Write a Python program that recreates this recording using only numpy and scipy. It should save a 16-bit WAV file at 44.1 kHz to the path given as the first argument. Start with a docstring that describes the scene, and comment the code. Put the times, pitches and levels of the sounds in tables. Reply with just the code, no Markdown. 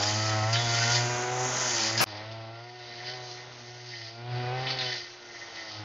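"""A two-stroke backpack brush cutter works through dense weeds in an open field, a few metres from a phone.
Engine: waving orders of the firing rate, puffs, port cracks, fan whine and a rush of gas.
Blade: random blows tear leaves, fling scraps and ring turning modes; stalks snap, stems clang, a thin tone rises.
At two seconds a flung scrap hits the microphone: the sound drops out briefly and returns quieter and duller."""
import sys
import numpy as np
from scipy import signal
from scipy.fft import rfft, irfft, next_fast_len
from scipy.io import wavfile
from scipy.ndimage import uniform_filter1d

SR = 44100
rng = np.random.default_rng(int(sys.argv[2]) if len(sys.argv) > 2 else 0)


def dump_mix(stems):
    """Bounce the given channels to the path in sys.argv[1] as a 16-bit WAV at rate SR."""
    frames = np.atleast_2d(stems).T  # one column per channel
    limited = np.clip(frames, -1, 1)  # hard clip at full scale
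    pcm = np.round(limited * 32767).astype(np.int16)
    wavfile.write(sys.argv[1], SR, pcm)


N = 257544
T = np.arange(N) / SR
HZ = np.fft.rfftfreq(N, 1 / SR)


def amp(db):
    """Decibels to gain."""
    return 10 ** (np.asarray(db) / 20)


def unit(x):
    """Scales to rms 1."""
    return x / np.sqrt(np.mean(x ** 2) + 1e-20)


def unit_in(x, band_hz):
    """Scales so that the rms inside a band is 1."""
    inside = rfft(x)[(HZ > band_hz[0]) & (HZ < band_hz[1])]
    return x * N / np.sqrt(2 * np.sum(abs(inside) ** 2))


def curves(table):
    """Each column after the time, interpolated to one value a sample."""
    s, *columns = np.transpose(table)
    return [np.interp(T, s, c) for c in columns]


def colour(x, points):
    """Filters by a spectrum drawn on a log-frequency axis."""
    hz, db = np.transpose(points)
    size = next_fast_len(N + SR // 4)  # padding keeps the tail from wrapping round
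    log_hz = np.log(np.fft.rfftfreq(size, 1 / SR) + 1)
    gain = amp(np.interp(log_hz, np.log(hz), db))
    return irfft(rfft(x, size) * gain, size)[..., :N]


def drift(hz):
    """Smooth random curve of rms about 1, up to about hz changes a second."""
    size = N // 64 + 2
    f = np.fft.rfftfreq(size, 64 / SR)
    slow = irfft(rfft(rng.standard_normal(size)) * np.exp(-(f / hz) ** 2), size)
    return np.interp(T, np.linspace(0, T[-1], size), unit(slow))


def crackle(per_s, spread_db):
    """Random clicks of overall rms 1; positive spread: a few larger, negative: a few smaller."""
    size = amp(spread_db * np.minimum(rng.exponential(1, N), 4))
    sign = rng.choice([-1, 1], N)
    present = rng.random(N) < per_s / SR
    return unit(size * sign * present)


def burst(start_s, decay_s):
    """A sudden rise at start_s that dies away exponentially."""
    age_s = np.maximum(T - start_s, 0)
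    return (1 - np.exp(-age_s / .001)) * np.exp(-age_s / decay_s)


# Engine speed, sagging under load. Each row: time in seconds, mean firing rate in Hz.
SPEED = [(0.0, 102.4), (0.24, 109.1), (0.44, 107.8), (0.6, 118.4), (0.81, 115.9), (0.94, 119.9),
         (1.2, 122.0), (1.4, 126.4), (1.67, 124.5), (1.84, 109.5), (2.02, 114.2), (2.13, 102.5),
         (2.32, 111.9), (2.49, 112.7), (2.75, 122.7), (2.96, 117.9), (3.14, 125.6), (3.32, 120.9),
         (3.46, 123.6), (3.63, 120.3), (3.89, 121.9), (4.06, 111.9), (4.26, 121.4), (4.46, 123.1),
         (4.63, 130.0), (4.77, 129.5), (5.04, 117.2), (5.17, 120.1), (5.41, 116.0), (5.84, 104.3)]


def firing_turns(jitter=0.00387):
    """Firings so far: the integral of the firing rate with a slight random jitter."""
    speed_hz, = curves(SPEED)
    return np.cumsum(speed_hz * (1 + jitter * drift(29.8))) / SR


def orders(angle, levels, waver_db, wander_rad=0.59, scatter=1):
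    """Multiples of the firing rate, wavering in level and phase; little scatter sums to a sharp pulse."""
    total = np.zeros(N)
    for k, db in levels:
        phase = k * angle + 2 * np.pi * scatter * rng.random() + wander_rad * drift(1.4)
        total += amp(db + waver_db * drift(5.5)) * np.cos(phase)
    return np.sqrt(2) * total


# What the muffler lets out. Each row: frequency in Hz, gain in relative dB.
MUFFLER = [(60, -52.5), (200, -32), (420, -17), (550, -3.5), (650, -3), (750, 1), (860, -6.5), (960, -7),
           (1080, -10.5), (1300, -15), (1650, -20), (2000, -17), (2600, -20.5), (3700, -41), (8000, -82)]


def muffler_buzz(turns, angle, pipe_db=-0.4, rasp_db=-15, odd_order_db=-4):
    """Upper orders swell as the speed carries them through the muffler's resonances; each firing puffs."""
    speed_hz, = curves(SPEED)
    levels = []
    for k in range(4, 29):
        if k != 6:  # the tailpipe note is the sixth
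            gain_db = np.interp(k * speed_hz, *np.transpose(MUFFLER))
            levels.append((k, gain_db + odd_order_db * (k % 2)))
    pipe = orders(angle, levels, waver_db=1.96, scatter=0.47)
    puffs = rng.standard_normal(N) * np.exp(-(turns % 1) / 0.18)
    return amp(pipe_db) * pipe + amp(rasp_db) * unit(colour(puffs, MUFFLER))


# Exhaust gas and cooling fan noise. Each row: frequency in Hz, spectral density in relative dB.
RUSH = [(25, -15.5), (60, -15), (100, -6.5), (180, -11), (280, -3.5), (480, -1.5), (750, 3), (1100, 0),
        (1500, 4), (1800, -6.5), (2400, -5), (4000, -7.5), (7000, -59)]
# Low and high edge in Hz of the band that sets the rush level.
RUSH_BAND_HZ = (1000, 1700)


def gas_rush(angle, throb=0.2):
    """Turbulent noise throbbing once per firing."""
    noise = rng.standard_normal(N) * (1 + throb * np.cos(angle))
    return unit_in(colour(noise, RUSH), RUSH_BAND_HZ)


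# Cooling fan tones. Each row: multiple of the firing rate, level in relative dB.
WHINES = [(12, -2), (13, -4.5), (15, -13), (18, -12), (20, -15), (22, -14), (23, -15)]


def fan_whine(angle):
    """Fan tones locked to the engine, wavering and fluttering."""
    return orders(angle, WHINES, waver_db=3.5) * (1 + 0.292 * drift(35))


# Levels as the worker turns the exhaust to and fro, before trims. Each row: time in seconds, then firing hum,
# third order, sixth order, exhaust buzz, fan whine and rush of gas in dB.
ENGINE = [(0, -37, -45.5, -43, -35, -56, -41), (0.2, -33.5, -46.5, -42.5, -42, -44.5, -47),
          (0.38, -30, -40.5, -38, -36.5, -42, -46), (0.53, -30, -53, -39.5, -36.5, -41, -48),
          (0.66, -31.5, -43.5, -38, -38.5, -41.5, -44.5), (0.8, -32.5, -51, -38, -37, -35.5, -44.5),
          (1.0, -29.5, -41, -39.5, -37, -44, -43), (1.2, -43, -41, -40.5, -36.5, -42.5, -42.5),
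          (1.42, -37.5, -40.5, -36.5, -35, -65, -41.5), (1.55, -42.0, -46.5, -52, -39, -65, -38),
          (1.8, -48, -42.5, -54, -40, -54, -41.5), (1.97, -36, -45.5, -48, -41, -49, -44),
          (2.15, -42.5, -43.5, -40, -36, -59, -39.5), (2.38, -36.5, -46, -37.5, -38.5, -51, -43),
          (2.6, -43.5, -46, -41.5, -39, -46.5, -48), (2.75, -50.5, -43, -40.5, -46, -48, -49.5),
          (2.9, -49.5, -45, -42.5, -41.5, -47, -44), (3.1, -44, -43, -37.5, -38, -45, -42.5),
          (3.35, -46, -41, -41.5, -41, -61, -44.5), (3.5, -49, -50.5, -57, -43.5, -60, -41.5),
          (3.7, -45, -45.5, -44.5, -45, -52, -47), (3.92, -44, -46.5, -49.5, -47.5, -48, -50),
          (4.15, -45, -45.5, -43, -43, -47.5, -50), (4.35, -26.5, -37, -32.5, -34.5, -48.5, -36.5),
          (4.55, -31, -33, -26, -26.5, -35, -38), (4.7, -36.5, -40, -33, -34, -60, -31.5),
          (4.88, -37, -37, -34.5, -32, -42, -40.5), (5.08, -62.5, -49, -60, -55, -48.5, -44.5),
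          (5.25, -60, -46.5, -54, -47, -50, -45), (5.55, -62, -51, -46.5, -44.5, -43, -41),
          (5.68, -60, -47, -45, -39, -47, -44), (5.79, -37.5, -44.5, -49, -39, -57, -40.5)]


def engine(turns, rush_db=-0.5, second_db=-6.5, uneven=0.095, rough=0.13):
    """Low exhaust orders on the firing rate, plus muffler buzz, fan whine and throbbing gas."""
    hum_db, third_db, sixth_db, buzz_db, fan_db, gas_db = curves(ENGINE)
    angle = 2 * np.pi * turns
    hum = amp(hum_db + .8 * drift(12)) * np.cos(angle)
    third = amp(third_db + 1.5 * drift(12)) * np.sin(3 * angle)
    # no two firings are equally strong
    low = np.sqrt(2) * (hum + third) * (1 + uneven * drift(72))
    # the sixth order sits on the tailpipe's resonance and sings cleanly
    note = np.sqrt(2) * amp(sixth_db + .5) * np.cos(6 * angle) * (1 + rough * drift(50))
    buzz = amp(buzz_db) * muffler_buzz(turns, angle) * (1 + rough * drift(63))
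    # the second order is unsteady and follows both hum and gas flow
    second_level = amp((hum_db + gas_db) / 2 + second_db + 3.6 * drift(4.7))
    second = second_level * (1 + 0.34 * drift(15)) * np.cos(2 * angle)
    gas = amp(gas_db + rush_db) * gas_rush(angle)
    return low + note + buzz + second + gas + amp(fan_db) * fan_whine(angle)


# Crack of the exhaust port. Each row: frequency in Hz, gain in relative dB.
CRACK = [(100, -58.5), (900, -21), (1450, 3), (2200, -19), (3000, -2), (3800, -9.5), (5200, -4.5),
         (6800, -12), (7800, -49.5)]


def exhaust_cracks(turns, crack_db=-7, uneven=0.26):
    """The port opens with one sharp crack per firing; its level follows the fan whine."""
    fan_db = curves(ENGINE)[4]
    pulses = np.exp(-((turns % 1 - .5) / .006) ** 2)
    return amp(fan_db + crack_db) * unit(colour(pulses * (1 + uneven * drift(70)), CRACK))


def bite(start_s, length_s, attack_share=0.24, release_s=0.066):
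    """The blade enters a clump, stays in it and comes free: exponential rise and fall."""
    rise = 1 - np.exp(-np.maximum(T - start_s, 0) / (attack_share * length_s))
    return rise * np.exp(-np.maximum(T - start_s - length_s, 0) / release_s)


# Turning points of the swing in seconds, alternately left and right, first on the left.
TURNS_S = [-.5, .44, 1.3, 2.52, 3.5, 4.28, 5.2, 6.2]
# Bites into clumps, before trims. Each row: start in seconds, length in seconds, shredding in dB,
# ring of the blade in dB, spray in dB.
BITES = [(-.02, .12, -31, -44, -33.5), (0.109, 0.2, -34.5, -39.5, -38.5), (0.284, 0.33, -39.5, -40.5, -42),
         (0.572, 0.39, -30.5, -38, -33), (0.908, 0.06, -32, -37, -45), (1.345, 0.25, -62, -58, -33.5),
         (1.55, 0.19, -35.5, -40, -29.5), (1.732, 0.14, -29.5, -41, -33.5), (1.951, 0.16, -38, -42, -45.5),
         (2.145, 0.029, -40.5, -32.5, -56.5), (2.772, 0.36, -39.5, -37, -58),
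         (3.046, 0.046, -30, -31.5, -50), (3.218, 0.11, -38, -46, -34), (3.367, 0.015, -45, -35, -46),
         (3.652, 0.031, -63, -38, -46), (3.816, 0.25, -35, -41, -38.5), (3.925, 0.027, -41, -33.5, -48),
         (4.272, 0.18, -39.5, -38.5, -46), (4.541, 0.17, -34, -29.5, -41),
         (4.677, 0.036, -27.5, -29, -48.5), (4.786, 0.18, -27, -28, -32), (4.875, 0.021, -46, -29, -50),
         (4.925, 0.011, -48, -32.5, -51), (5.283, 0.15, -46, -34.5, -37), (5.52, 0.095, -37.5, -34.5, -38),
         (5.645, 0.1, -35, -52, -38)]


def blade_work(ring_waver_db=1.6):
    """Gains of shredding, ring and spray: brushing that follows the swing, plus bites, summed as power."""
    swing = np.pi * np.interp(T, TURNS_S, np.arange(len(TURNS_S)))
    left, pace = np.cos(swing), np.sqrt(abs(np.sin(swing)))
    brush_db = -48.5 + 4.5 * pace + 0.5 * left
    brush_spray_db = -48 + 9 * pace + 6 * left  # the standing weeds are on the left
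    power = amp([brush_db, brush_db, brush_spray_db]) ** 2
    for start_s, length_s, shred_db, ring_db, spray_db in BITES:
        gains = amp([shred_db, ring_db, spray_db])
        power = power + np.outer(gains, bite(start_s, length_s)) ** 2
    shred, ring, spray = np.sqrt(power)
    return shred, ring * amp(ring_waver_db * drift(14)), spray


# How well the blade radiates. Each row: frequency in Hz, gain in relative dB.
RADIATION = [(200, -26.5), (1500, -3.5), (6500, -2), (8000, -20)]


def blade_ring(blows, modes, spin, tilt_db=1.0, steady_s=0.09):
    """Each mode turns with the blade: a pair of tones, lobes x spin rate above and below its pitch."""
    out = np.zeros(N)
    for hz, lobes, width_hz, db, upper_db in modes:
        pole = np.exp((2j * np.pi * hz - np.pi * width_hz) / SR)
        ring = signal.lfilter([1], [1, -pole], blows + 1e-18)
        # dense blows keep the ring fed: it flutters, but holds its level
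        power = abs(uniform_filter1d(abs(ring) ** 2, round(steady_s * SR)))
        ring = ring / np.sqrt(power + 1e-12)
        turn = np.exp(2j * np.pi * (lobes * spin + rng.random()))
        pair = (ring * (turn.conj() + amp(upper_db) * turn)).real
        # modes swell and fade as the blade tilts
        out += amp(db + tilt_db * drift(3.1)) * unit(pair)
    return unit(colour(out, RADIATION))


# Tearing leaves. Each row: frequency in Hz, spectral density in relative dB.
SHRED = [(800, -36.5), (1700, 0), (2300, -13.5), (2800, 0), (3300, -3.5), (4000, -1.5), (4700, 7.5),
         (5200, 5.5), (5700, -5), (6500, -34), (8000, -69.5), (12000, -68.5)]
# Fine scraps flying through the leaves. Each row: frequency in Hz, spectral density in relative dB.
SPRAY = [(3000, -16), (4600, -10), (5400, 3.5), (6300, 10), (6900, 6), (7350, -2.5), (7800, -43.5),
         (9000, -38.5), (10300, -25), (12000, -41), (15500, -36.5)]
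# Blade modes, low and high. Each row: pitch at rest in Hz, lobes round the rim, width in Hz,
# level in relative dB when brushed, upper tone of the pair in dB re the lower.
LOW_MODES = [(1932, 1, 20, 0, 0), (1990, 2, 40, -11, 4)]
HIGH_MODES = [(2372, 1, 14, -7, 3), (2465, 1, 12, -9, 3), (3236, 2, 7, -2, -7), (3590, 2, 4, -11, -5),
              (3775, 2, 5, -9, -1), (3964, 2, 6, -7, 2), (4330, 2, 8, -6, 4), (4760, 2, 12, 1, 0),
              (4850, 2, 14, -5, 0), (5285, 2, 14, -7, -1), (5455, 2, 14, -8, -1), (6010, 2, 20, -4, 1)]


def cutting(spin, shred_db=-3, low_ring_db=-0.5, high_ring_db=-3.5, spray_db=-3.0, clump_db=1.4):
    """Leaves and stems tear in clumps; the same blows set the blade ringing."""
    shred, ring, spray = blade_work()
    clumps = unit(amp(clump_db * drift(180)))
    blows = clumps * crackle(per_s=7700, spread_db=-1.0)
    tear = unit_in(colour(blows, SHRED), (2500, 5300))
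    flecks = clumps * crackle(per_s=10000, spread_db=1.0)
    scraps = unit_in(colour(flecks, SPRAY), (5600, 7000))
    low_ring = amp(low_ring_db) * blade_ring(blows, LOW_MODES, spin, tilt_db=-0.5)
    high_ring = amp(high_ring_db) * blade_ring(blows, HIGH_MODES, spin)
    # the high ring follows the shredding, the low ring its own gain
    return shred * (amp(shred_db) * tear + high_ring) + ring * low_ring + spray * amp(spray_db) * scraps


# Stalks snapping on the blade. Each row: start in seconds, level in dB before trims,
# decay in seconds, thickness from 0 to 1.
SNAPS = [(.026, -18, .002, 0), (.033, -18, 0.0054, 0), (0.091, -32, 0.0017, 0.16),
         (0.529, -20, 0.0054, 0.2), (.535, -25.5, 0.028, 0.47), (0.554, -23.5, 0.015, 0.66),
         (0.949, -21, 0.0062, 0.3), (1.569, -24, 0.0027, 0), (1.834, -17, .003, 0.05),
         (1.976, -21, 0.013, 0.16), (1.993, -18, 0.012, 0.4), (2.313, -31, 0.022, 0.4),
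         (3.089, -39.5, .012, 0.24), (3.312, -22, 0.0019, .1), (4.667, -17, 0.033, 1),
         (4.702, -18, 0.0099, 0.8), (4.786, -15.5, 0.009, 0.55), (4.807, -15.5, 0.033, 0.62),
         (4.929, -15, 0.0035, 0.32), (5.557, -25, 0.0062, 0.1)]
# Softer, darker blow of a thick stalk. Each row: frequency in Hz, gain in relative dB.
THICK = [(500, -14), (1500, 5.5), (2400, 9.5), (3100, 2), (3500, 11), (3900, -5), (4500, 1), (5500, -17.5),
         (7000, -33), (8000, -49)]


def stalks(crack_db=3, spray_db=-5, thick_db=-5):
    """Grainy bursts: thin stalks crack brightly, thick ones knock."""
    grain = crackle(per_s=12000, spread_db=1.5)
    thin, thick = np.zeros(N), np.zeros(N)
    for start_s, db, decay_s, thickness in SNAPS:
        snap = amp(db) * grain * burst(start_s, decay_s)
        thin += (1 - thickness) * snap
        thick += thickness * snap
    bright = amp(crack_db) * colour(thin, SHRED) + amp(spray_db) * colour(thin, SPRAY)
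    return bright + amp(thick_db) * colour(thick, THICK)


# Woody stems that set the blade ringing. Each row: start in seconds, level in dB, pitch rung most in Hz.
CLANGS = [(.533, -29.5, 4770), (.544, -24.5, 3390), (.938, -36, 3050), (0.948, -27, 4670),
          (3.04, -35, 3150), (4.668, -24, 3280), (4.702, -29, 4440), (4.79, -28, 3950), (4.858, -26, 3200)]


def clangs(spin, reach_hz=240, rise_s=0.0025):
    """A woody stem strikes the blade; modes near one pitch ring on, each as its pair of tones."""
    out = np.zeros(N)
    for start_s, db, centre_hz in CLANGS:
        span = (T >= start_s) & (T < start_s + .5)
        age_s, turning = T[span] - start_s, 2 * np.pi * spin[span]
        for hz, lobes, width_hz, _, upper_db in HIGH_MODES:
            size = amp(db) / (1 + ((hz - centre_hz) / reach_hz) ** 2)
            phase = 2 * np.pi * (hz * age_s + rng.random())
            pair = np.cos(phase - lobes * turning) + amp(upper_db) * np.cos(phase + lobes * turning)
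            envelope = (1 - np.exp(-age_s / rise_s)) * np.exp(-np.pi * width_hz * age_s)
            out[span] += size * envelope * pair
    return out


HIT_S, MUTE_S, BACK_S = 2.003, 2.0415, 2.064
# Scrap slapping the phone. Each row: frequency in Hz, spectral density in relative dB.
KNOCK = [(50, -42), (80, -11), (120, 9.5), (210, 4), (300, -21), (600, 2.5), (950, 7), (1500, 5),
         (2000, -8.5), (2400, 5), (3500, -10), (5200, -10), (7000, -15.5), (9000, -25.5), (15000, -31.5)]
# Scrap scraping over the phone. Each row: frequency in Hz, spectral density in relative dB.
SCRAPE = [(60, -34.5), (300, 1), (1200, 8.5), (3500, -5), (5300, 6.5), (7500, -5), (9500, -9), (11000, 1.5),
          (13000, -9.5), (15500, -7.5)]


def scrap_hit(knock_db=-19, scrape_db=-24, knock_decay_s=0.082, scrape_delay_s=0.01,
              scrape_decay_s=0.065, right_db=-5):
    """A scrap slaps the phone, nearer the left port, then scrapes over it: noise, then grains."""
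    knock = unit(colour(rng.standard_normal((2, N)), KNOCK)) * burst(HIT_S, knock_decay_s)
    knock = knock * amp([[0], [right_db]])
    grain = crackle(per_s=9000, spread_db=2)
    scrape = unit(colour(grain, SCRAPE)) * burst(HIT_S + scrape_delay_s, scrape_decay_s)
    return (amp(knock_db) * knock + amp(scrape_db) * scrape) * (T < BACK_S - .01)


# Thin whistles as the blade sweeps left. Each row: start in seconds, length in seconds,
# first pitch in Hz, last pitch in Hz, peak level in dB before flutter.
WHISTLES = [(2.76, .28, 3860, 4150, -47.5), (2.77, .16, 3540, 3700, -50), (3.12, .29, 3930, 4170, -45.5),
            (3.13, .19, 3560, 3760, -49)]


def whistle(flutter=0.6):
    """A fluttering tone swells and fades as it rises."""
    out = np.zeros(N)
    for start_s, length_s, first_hz, last_hz, db in WHISTLES:
        part = np.clip((T - start_s) / length_s, 0, 1)
        pitch_hz = first_hz + (last_hz - first_hz) * part
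        out += amp(db) * np.sin(np.pi * part) * np.cos(2 * np.pi * np.cumsum(pitch_hz) / SR)
    return out * (1 + flutter * drift(40))


def scene(blade_turns_per_firing=.765):
    """The machine straight ahead in open air, with no echo; only the scrap's slap differs between sides."""
    turns = firing_turns()
    spin = blade_turns_per_firing * turns
    machine = engine(turns) + exhaust_cracks(turns)
    blade = cutting(spin) + stalks() + clangs(spin) + whistle()
    return machine + blade + scrap_hit()


# Tone of the soiled microphone. Each row: frequency in Hz, gain in dB before the overall drop.
SOILED = [(100, 3.5), (150, 5.5), (240, -4), (340, 1.5), (1400, -3.5), (3000, 1.5), (4200, 4.5), (5600, -2),
          (6300, -9), (6700, -14.5), (6900, -23.5), (7100, -59), (8000, -47)]


def record(dry, mute_db=-30, soiled_db=-10, edge_hz=15750):
    """The hit mutes the microphone for a moment and leaves it quiet and dull; then the band limit."""
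    clear = np.where(T < MUTE_S, 1, amp(mute_db) * (T < BACK_S))
    soiled = np.clip((T - BACK_S) / 0.01 + .5, 0, 1)
    heard = clear * dry + soiled * amp(soiled_db) * colour(dry, SOILED)
    lowpass = signal.firwin(511, edge_hz, window=("kaiser", 9), fs=SR)
    return signal.oaconvolve(heard, lowpass[None], "same")


dry = scene()
out = record(dry)
dump_mix(out)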